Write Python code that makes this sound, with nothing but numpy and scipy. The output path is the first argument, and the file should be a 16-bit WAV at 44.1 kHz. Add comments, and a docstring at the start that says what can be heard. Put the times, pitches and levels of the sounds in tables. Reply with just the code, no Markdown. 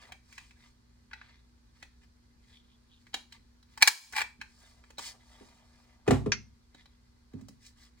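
"""Faint rubs and light clicks come first: card is nudged into the slot of a plastic craft punch on a desk, close by.
The die snaps through, the lever hits its stop and grinds back up; the strip slides out, the punch thuds down and
clinks against something hard, and fingers pick up the cut piece. Blows are bursts of noise through resonances,
desk and glass are damped sines, rubs and grinding are random slips; a small room answers over rumble and hum.
A limiter drops the level at loud peaks, holds it down, then lets it recover."""
import sys
import numpy as np
from scipy import signal
from scipy.fft import rfft, irfft, next_fast_len
from scipy.io import wavfile
from scipy.ndimage import uniform_filter1d, minimum_filter1d, map_coordinates

SR = 44100
rng = np.random.default_rng(int(sys.argv[2]) if len(sys.argv) > 2 else 0)


def to_wav(sig):
    """Store sig (one row per channel, or 1-D mono) as 16-bit WAV at the path in sys.argv[1].

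    Samples outside -1..1 are clipped; the rate is SR.
    """
    pcm = np.clip(np.atleast_2d(sig), -1, 1) * 32767
    pcm = np.round(pcm).astype(np.int16)
    wavfile.write(sys.argv[1], SR, pcm.T)  # frames by channels


N = 352800
TIME = np.arange(N) / SR
BRIEF = TIME[:SR // 3]  # time axis of single blows and of the echoes

# resonances of the plastic housing: pitch_hz [Hz], width_hz [Hz], level_db [dB]
HOUSING_MODES = [(866, 47, 0.5), (1036, 490, -7), (1690, 320, -6), (2000, 280, -4.5), (2336, 220, 0),
                 (3180, 630, -7.5), (3960, 230, 3), (4130, 130, -8.5), (4900, 170, -14.5)]
# the small shell radiates little bass: pitch_hz [Hz], level_db [dB]
HOLLOW_COLOUR = [(150, -20.5), (480, -15.5), (900, 9.5)]
# bright noise band for cracks and fizz, with a dip near 12.5 kHz: pitch_hz [Hz], level_db [dB]
TREBLE_COLOUR = [(3000, -29.5), (5000, 1.5), (7200, 1.5), (10000, -5.5), (12500, -23), (15500, -6.5)]
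# spectrum of the low knock in a blow: pitch_hz [Hz], level_db [dB]
KNOCK_COLOUR = [(60, -15.5), (170, -4.5), (350, 3.5), (600, 1.5), (1100, -4.5), (3000, -38.5)]


def punch():
    """The card gives way in two tears that ring the die, then the lever slams on its stop."""
    # the punch stroke: start_s [s], level_db [dB], length_s [s]; knock_db, treble_db, die_db [dB over the level]
    snaps = [(3.8235, 2, 0.0056, -30.5, -14, -7), (3.8265, 7.5, 0.0032, -28.5, -17, 2),
             (3.8742, 4.5, 0.0093, -23.5, -4, -23.5)]
    # resonances of the steel die: pitch_hz [Hz], width_hz [Hz], level_db [dB]
    die_modes = [(2280, 480, -2.5), (4100, 180, -2.5)]
    out = np.zeros(N)
    for start_s, level_db, length_s, knock_db, treble_db, die_db in snaps:
        shell = plastic(length_s, knock_db, treble_db)
        die = amp(die_db) * contact(body(die_modes), length_s)
        add(out, start_s, amp(level_db) * (shell + die))
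    held_aloft = colour([(160, -10), (350, 2)])  # off the desk, the punch moves little air in the bass
    return placed(filtered(out, held_aloft), near_db=-3, wet_db=-9.0)


def plastic(length_s, knock_db, treble_db):
    """One blow on the housing: its resonances, a low knock and a bright crack."""
    shell = contact(housing, length_s)
    knock = amp(knock_db) * contact(colour(KNOCK_COLOUR), length_s)
    crack = amp(treble_db) * contact(colour(TREBLE_COLOUR), length_s)
    return shell + knock + crack


def housing(hz):
    """Response of the punch's plastic shell: resonances with little bass."""
    return body(HOUSING_MODES)(hz) * colour(HOLLOW_COLOUR)(hz)


def lever():
    """Stick-slip of the moving die sounds through the housing, with a fizz of card fibres."""
    # the lever goes down, then back up: start_s [s], stop_s [s], full level_db [dB], build_db [dB]
    travels = [(3.806, 3.873, -15, 34.5), (4.138, 4.21, -34.5, 15.5)]
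    build_s, stop_db_per_s = 0.028, 904.5  # friction builds under the hand and dies at the stop
    friction = np.zeros(N)
    for start_s, stop_s, level_db, build_db in travels:
        slack = np.clip(1 - (TIME - start_s) / build_s, 0, 1)
        stopping_db = stop_db_per_s * np.maximum(TIME - stop_s, 0)
        friction += (TIME > start_s) * amp(level_db - build_db * slack - stopping_db)
    slips = grains(rate=1100, spread_db=2)
    darker = colour([(2500, 0), (4000, -8)])
    ring = unit(filtered(slips, lambda hz: housing(hz) * darker(hz)))
    fizz = unit(filtered(grains(rate=6100, spread_db=5.5), colour(TREBLE_COLOUR)))
    return placed(friction * (ring + amp(-13.5) * fizz), near_db=-1.0, wet_db=-16.5)


def clicks():
    """Light contacts, each with a faint swell of noise leading in, favour other modes; dull ones lose upper modes."""
    # contacts of card, lever and housing: start_s [s], level_db [dB];
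    # treble_db, knock_db [dB over the level]; favoured_hz [Hz]
    light_contacts = [(0.12, -44, -11, -11.5, 2450), (0.325, -53, -5.5, -31, 2420),
                      (0.379, -43, -11, -41, 2350), (0.508, -57, -15, -38, 2300),
                      (1.111, -52.5, -27, -23, 1570), (1.132, -40, -25, -40, 1560),
                      (1.213, -48, -41, -26.5, 1710), (1.826, -45.5, -13, -14, 1700),
                      (3.067, -57.5, -15.5, -22, 2320), (3.141, -30.5, -9.5, -14, 3120),
                      (3.323, -49, -9, -35, 3370), (3.627, -62.5, -9.5, -24, 3870),
                      (3.775, -43, -6, -25, 885), (4.124, -48.5, 1, -23, 1700),
                      (4.132, -41.5, -16, -17, 1720), (4.163, -33, -8, -25, 2160),
                      (4.182, -32.5, -19, -27, 2160), (4.201, -33.5, -22.5, -17, 1710),
                      (4.215, -26.5, -14.5, -26, 2480), (4.413, -38, -16, -30.5, 2240),
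                      (4.838, -57.5, -24, -18, 1610), (4.903, -55.5, -5.5, -5, 926),
                      (4.982, -39, -6.5, -8.5, 4300), (4.991, -40, -5.5, -11, 900),
                      (6.108, -41.5, 2, -8, 1920), (6.746, -57.5, -10, 0, 4200),
                      (6.856, -58, -14, -11, 4160), (7.334, -64.5, -6, -3.5, 1370),
                      (7.41, -67, 1.5, -2, 1140), (7.484, -59, 5, 1, 850), (7.663, -58, 2, -20.5, 4510)]
    click_s = 0.0062
    bright_hz, db_per_octave = 5400, 19  # upper edge at treble 0 dB; treble lost for each octave it sinks
    favour_db, favour_octaves = 10.5, 0.35  # lift of the modes near the favoured frequency, and its spread
    out = np.zeros(N)
    for start_s, level_db, treble_db, knock_db, favoured_hz in light_contacts:
        edge_hz = bright_hz * 2 ** (treble_db / db_per_octave)
        modes = []
        for hz, width_hz, mode_db in HOUSING_MODES:
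            octaves_off = np.log2(hz / favoured_hz)
            lift_db = favour_db * np.exp(-(octaves_off / favour_octaves) ** 2)
            modes.append((hz, width_hz, mode_db + lift_db))
        shell = lambda hz: body(modes)(hz) * colour(HOLLOW_COLOUR)(hz) / (1 + 1j * hz / edge_hz) ** 2
        crack = amp(treble_db) * contact(colour(TREBLE_COLOUR), click_s)
        knock = amp(knock_db) * contact(colour(KNOCK_COLOUR), click_s)
        add(out, start_s, amp(level_db) * (contact(shell, click_s) + crack + knock))
        lead_in = contact(shell, length_s=0.0093, rise_s=0.0045)
        add(out, start_s - 0.011, amp(level_db - 23) * lead_in)
    return placed(out, near_db=-1.5, wet_db=-4.5)


def desk():
    """Hard blows clack and ring the panel; padded ones only stir its low modes."""
    # dull blows on the desk: start_s [s], level_db [dB], clack_s [s]; clack_db, boom_db [dB over the level]
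    thuds = [(5.408, -48.5, 0.027, -18, -20.5), (6.077, -17, 0.012, -13.5, 0),
             (6.107, -13.5, 0.0078, -10.5, -2.5), (6.117, -22.5, 0.041, -17, 2.5),
             (6.26, -27, 0.0071, -15, -5), (6.267, -28, .01, -24, 2)]
    # padded bumps of hand and fingertips: start_s [s], level_db [dB]
    bumps = [(3.376, -60.5), (4.385, -55), (7.337, -36.5), (7.359, -42.5), (7.414, -45), (7.49, -50)]
    # panel modes: pitch_hz [Hz], level_db [dB], t60_s [s]
    panel_modes = [(211.8, -0.5, 0.11), (264.6, -8, 0.17), (370.8, 6.5, 0.056), (406, 0, 0.058),
                   (508, -5.5, 0.061), (640, -3.5, 0.03)]
    # lower desk modes: pitch_hz [Hz], level_db [dB], t60_s [s]
    boom_modes = [(62.34, -15, 0.41), (102.4, -7, 0.27), (139, -1, 0.086), (178.4, -0.5, 0.054)]
    # spectrum of the hard clack: pitch_hz [Hz], level_db [dB]
    clack_colour = [(250, -8.5), (600, 2), (1200, 3), (1450, -6.5), (1850, -5), (2400, -8.5), (3200, -13),
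                    (4500, -16.5), (9000, -23.5), (15000, -38)]
    out = np.zeros(N)
    for start_s, level_db, clack_s, clack_db, boom_db in thuds:
        panel = ringing(panel_modes, bloom=1.6)
        boom = amp(boom_db) * ringing(boom_modes, bloom=1.33)
        clack = amp(clack_db) * contact(colour(clack_colour), clack_s)
        add(out, start_s, amp(level_db) * (panel + boom + clack))
    padding = colour([(270, 3.0), (400, -12.0), (700, -17.5)])
    for start_s, level_db in bumps:
        soft = filtered(ringing(panel_modes + boom_modes, bloom=1.3), padding)
        add(out, start_s, amp(level_db) * soft)
    return placed(out, near_db=-4.5, wet_db=-3.0)


def clink():
    """A sharp crack, a brief buzz of the touching edges and a few fading glassy modes."""
    # the punch touches a hard, glassy object: start_s [s], ring_db [dB], crack_db [dB]
    clinks = [(6.3194, -36, -21.5)]
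    # glassy modes: pitch_hz [Hz], level_db [dB], t60_s [s]
    glass_modes = [(2115, 5, 0.21), (2590, -6, 0.23), (2670, -29, 0.172), (4354, -2.5, 0.12),
                   (4590, -9, 0.1), (5430, -4, 0.12), (5281, -6, .2), (5870, 10.5, 0.065),
                   (6330, -6.5, 0.14)]
    # spectrum of crack and buzz: pitch_hz [Hz], level_db [dB]
    crack_colour = [(300, -8), (1000, -6.5), (1500, 6.5), (2200, 7.5), (3800, -2), (6200, 6), (7500, -14),
                    (9000, -35), (15000, -48.5)]
    out = np.zeros(N)
    for start_s, ring_db, crack_db in clinks:
        crack = contact(colour(crack_colour), length_s=0.00424)
        buzz = amp(-10.5) * contact(colour(crack_colour), length_s=0.021)
        ring = amp(ring_db) * ringing(glass_modes, bloom=1)
        add(out, start_s, ring + amp(crack_db) * (crack + buzz))
    return placed(out, near_db=-3.5, wet_db=-13)


def sliding():
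    """Paper fibres catch and slip in each stroke: grainy rub, finer hiss, faint rough squeak; hands brush the mat."""
    # strokes of card and hands over the desk: start_s [s], length_s [s], rub_db [dB], hiss_db [dB over the rub]
    strokes = [(-.04, 0.164, -59, -9), (0.2, 0.37, -67, -1), (0.518, 0.24, -69, -3), (1.1, 0.33, -66, -15),
               (1.725, 0.177, -70, -3.5), (1.997, 0.067, -70.5, -3.5), (2.39, 0.26, -71, -4),
               (2.85, 0.4, -81.5, 2), (3.303, 0.082, -61.5, -9.5), (3.673, .11, -69, -6),
               (4.41, 0.44, -70, 2.5), (4.699, 0.34, -76.5, -2.5), (4.975, .165, -49.5, 3.5),
               (5.075, 0.63, -67, -2), (5.5, 0.56, -72, -3.5), (6.72, 0.14, -66.5, -10.5),
               (7.309, 0.144, -81, 1), (7.594, 0.13, -68.5, 6.5), (7.752, 0.154, -63.5, -2),
               (7.954, 0.14, -68.5, -3)]
    # card squeaks in the slot: start_s [s], length_s [s], level_db [dB]
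    squeaks = [(2.491, 0.13, -65), (2.617, 0.16, -72), (2.852, 0.17, -71.5)]
    # spectrum of the rub: pitch_hz [Hz], level_db [dB]
    rub_colour = [(300, -25.5), (550, -14.5), (880, -3), (1400, -6), (2050, 4), (2600, -3.5), (3200, -2.5),
                  (4500, -5.5), (7000, -23.5), (11000, -45.5)]
    # spectrum of the fine fibre hiss: pitch_hz [Hz], level_db [dB]
    hiss_colour = [(2500, -24), (4300, 4.5), (6000, 2), (9000, -3.5), (11000, -10.5), (12500, -21.5),
                   (15000, -11)]
    rubbing, hissing = amp(-83.5), amp(-88)  # the held card is never quite still
    for start_s, length_s, rub_db, hiss_db in strokes:
        level = amp(rub_db) * stroke(start_s, length_s)
        rubbing = np.maximum(rubbing, level)
        hissing = np.maximum(hissing, amp(hiss_db) * level)
    squeaking = sum(amp(level_db) * stroke(start_s, length_s) for start_s, length_s, level_db in squeaks)

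    pressure_db = 1.5 * wobble(45)
    shift_db = 3.3  # how far the bands of rub and squeak swell
    catches = filtered(grains(rate=3000, spread_db=3.5), colour(rub_colour))
    rub = rubbing * amp(pressure_db) * patchy(catches, shift_db)
    fibres = filtered(grains(rate=9000, spread_db=4), colour(hiss_colour))
    hiss = hissing * amp(0.49 * pressure_db) * patchy(fibres, depth_db=1.5)
    squeak_body = body([(3400, 1200, 0)])
    chatter = filtered(grains(rate=900, spread_db=3), lambda hz: squeak_body(hz) ** 2)
    squeak = squeaking * amp(pressure_db) * patchy(chatter, shift_db)
    brush = amp(pressure_db) * brushing()
    return placed(rub + hiss + squeak + brush, near_db=-2.0, wet_db=-8.5)


def brushing():
    """Skin drags over the desk mat in dense, soft slips through one dull resonance."""
    # strokes of the hand on the mat: start_s [s], length_s [s], level_db [dB]
    brushes = [(-.02, 0.2, -62), (4.47, 0.45, -73), (4.975, 0.25, -64), (5.143, 0.57, -68),
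               (5.547, 0.59, -72.5), (6.059, .03, -48.5), (7.303, 0.15, -67)]
    mat_hz, mat_width_hz = 710, 400
    speed = sum(amp(level_db) * stroke(start_s, length_s) for start_s, length_s, level_db in brushes)
    slips = filtered(grains(rate=2800, spread_db=3.5), body([(mat_hz, mat_width_hz, 0)]))
    return speed * unit(filtered(slips, colour([(2500, -3), (7000, -11)])))


def background():
    """Rumbling noise alike at both ports, noise of opposite sign in each, and a slightly unsteady appliance hum."""
    # spectrum of the room noise: pitch_hz [Hz], level_db [dB]
    air_colour = [(15, -43), (25, -14.5), (64, -6), (153, -22.5), (242, -19.5), (277, -27), (373, -28),
                  (695, -39.5), (911, -34), (1370, -37.5), (1610, -36), (1790, -40.5), (3430, -45),
                  (4250, -37), (16000, -58.5)]
    # appliance hum: pitch_hz [Hz], level_db [dB]
    hum_tones = [(60, -68), (120, -76), (240, -72)]
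    mid, side = filtered(rng.standard_normal((2, N)), colour(air_colour))
    side = filtered(unit(side), colour([(60, -14.5), (200, -2), (500, 1.5)]))
    hum = 0
    for hz, level_db in hum_tones:
        level = amp(level_db + 0.88 * wobble(1.2))
        phase = 2 * np.pi * hz * TIME + 0.42 * wobble(9)
        hum = hum + level * np.sqrt(2) * np.sin(phase)
    return amp(-65.5) * (unit(mid) + np.array([side, -side])) + hum


def placed(x, near_db, wet_db):
    """Direct sound leads at the left port; near objects and room echo differently at each, less so in the bass."""
    # the left port's lead over the right: pitch_hz [Hz], lead [radians]
    port_lead = [(0, 2), (1810, 0.5), (2930, 1.87), (4480, 0.76), (6550, 5.0), (9130, 6.5), (11600, 9),
                 (13400, 9.9), (16400, 15.5)]
    # reverberation of the small room: pitch_hz [Hz], t60_s [s]
    room_decay = [(70, 0.35), (135, 0.54), (220, 0.34), (400, 0.17), (900, 0.28), (1500, 0.23),
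                  (4500, 0.28), (9000, 0.28), (15000, 0.26)]
    # how much the echoes differ between the close ports: pitch_hz [Hz], level_db [dB]
    apart_colour = [(60, -12.5), (130, -3.5), (300, -3)]
    bass_hz = 1000  # below this, the long waves reach both ports more and more alike
    side = np.array([[0.5], [-0.5]])

    def lead(hz):
        angle = np.interp(hz, *np.transpose(port_lead)) * np.minimum(hz / bass_hz, 1)
        return np.exp(1j * side * angle)

    direct = filtered(x, lead)
    # the room is noise whose bands fade at their own pace
    hz, t, z = signal.stft(rng.standard_normal((2, SR // 2)), SR, nperseg=256)
    fade_db = -60 * t / along(room_decay, hz)[:, None]
    tail = signal.istft(z * amp(fade_db), SR)[1][:, :len(BRIEF)]
    near = rng.standard_normal(tail.shape) * BRIEF * np.exp(-BRIEF / 0.0025)
    room = amp(wet_db) * tail / np.linalg.norm(tail[0])
    nearby = amp(near_db) * near / np.linalg.norm(near[0])
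    common, apart = room + nearby
    echoes = (common + 2 * side * filtered(apart, colour(apart_colour))) / np.sqrt(2)
    return direct + signal.oaconvolve(x[None], echoes, axes=1)[:, :N]


def contact(response, length_s, rise_s=0.00039):
    """A short crush of tiny slips through a body; rms about 1 while it lasts."""
    force = (1 - np.exp(-BRIEF / rise_s)) * np.exp(-(BRIEF / length_s) ** 2)
    x = filtered(force * rng.standard_normal(len(BRIEF)), response)
    return x * np.sqrt(length_s * SR / np.sum(x ** 2))


def ringing(modes, bloom):
    """Damped modes that take about bloom cycles to build up, so the low ones swell last."""
    out = 0
    for hz, level_db, t60_s in modes:
        decay = amp(level_db - 60 * BRIEF / t60_s)
        swell = 1 - np.exp(-(BRIEF * hz / bloom) ** 2)
        out = out + decay * swell * np.sin(2 * np.pi * (hz * BRIEF + rng.random()))
    return out


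def body(modes):
    """Causal response of a set of resonances (Hz, width Hz, dB)."""
    return lambda f: sum(amp(db) * 1j * f * w / (c * c - f * f + 1j * f * w) for c, w, db in modes)


def grains(rate, spread_db):
    """Random slips of uneven size, rate a second, scaled to rms 1."""
    struck = rng.random(N) < rate / SR
    size = rng.standard_normal(N) * amp(spread_db * rng.standard_normal(N))
    return unit(struck * size)


def patchy(x, depth_db):
    """The rubbing spot keeps moving, so different narrow bands swell for moments; rms 1."""
    z = signal.stft(x, nperseg=512)[2]
    field = uniform_filter1d(rng.standard_normal(z.shape), size=5, axis=0)  # smooth over pitch
    field = uniform_filter1d(field, size=8, axis=1)  # smooth over time
    return unit(signal.istft(z * amp(depth_db * unit(field)))[1][:N])


def stroke(start_s, length_s):
    """Speed of one hand movement: attack, hold, release."""
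    attack_share, release_share = 0.41, 0.4  # parts spent speeding up and slowing down
    u = (TIME - start_s) / length_s
    return np.clip(np.minimum(u / attack_share, (1 - u) / release_share), 0, 1)


def wobble(rate):
    """A smooth random curve, rate knots a second."""
    return map_coordinates(rng.standard_normal(int(N * rate / SR) + 4), [TIME * rate])


def colour(points):
    """Causal minimum-phase response with the given spectrum (Hz, dB)."""
    def response(hz):
        cepstrum = irfft(np.log(amp(along(points, hz))))
        half = len(cepstrum) // 2
        return np.exp(rfft(np.r_[cepstrum[0], 2 * cepstrum[1:half]], 2 * half))
    return response


def filtered(x, response):
    """x times a complex response of frequency."""
    n = x.shape[-1]
    m = 2 * next_fast_len(n // 2 + SR // 8)  # padded so that tails do not wrap round
    return irfft(rfft(x, m) * response(np.fft.rfftfreq(m, 1 / SR)), m)[..., :n]


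def along(points, hz):
    """(Hz, value) points read on a log axis."""
    f, v = np.transpose(points)
    return np.interp(np.log(hz + 1), np.log(f + 1), v)


def amp(db):
    """Decibels to gain."""
    return 10 ** (np.asarray(db) / 20)


def unit(x):
    """Scale to rms 1."""
    return x / np.sqrt(np.mean(x ** 2) + 1e-20)


def add(track, start_s, x):
    """Mix x into the track at start_s."""
    part = track[..., round(start_s * SR):][..., :x.shape[-1]]
    part += x[..., :part.shape[-1]]


def scene():
    """Everything on the desk, in the room."""
    return punch() + lever() + clicks() + desk() + clink() + sliding() + background()


def limiter(x, ceiling_db, hold_s, release_db_per_s):
    """Gain drops just ahead of a peak, holds, then recovers at a steady rate in dB."""
    peak_db = 20 * np.log10(np.abs(x).max(0) + 1e-9)
    over = np.maximum(peak_db - ceiling_db, 0)
    size = 2 * int(hold_s * SR / 2) + 1
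    held = -minimum_filter1d(-over, size, origin=size // 2)
    release = release_db_per_s * TIME
    cut = np.maximum.accumulate(held + release) - release
    ahead = -minimum_filter1d(-cut, size=129)
    return x * amp(-uniform_filter1d(ahead, size=129))


def record(dry):
    """Loud peaks are limited, then everything above the band limit is removed."""
    top_hz = 16000
    limited = limiter(dry, ceiling_db=-0.3, hold_s=0.12, release_db_per_s=149.5)
    return filtered(limited, lambda hz: hz < top_hz)


dry = scene()
out = record(dry)
to_wav(out)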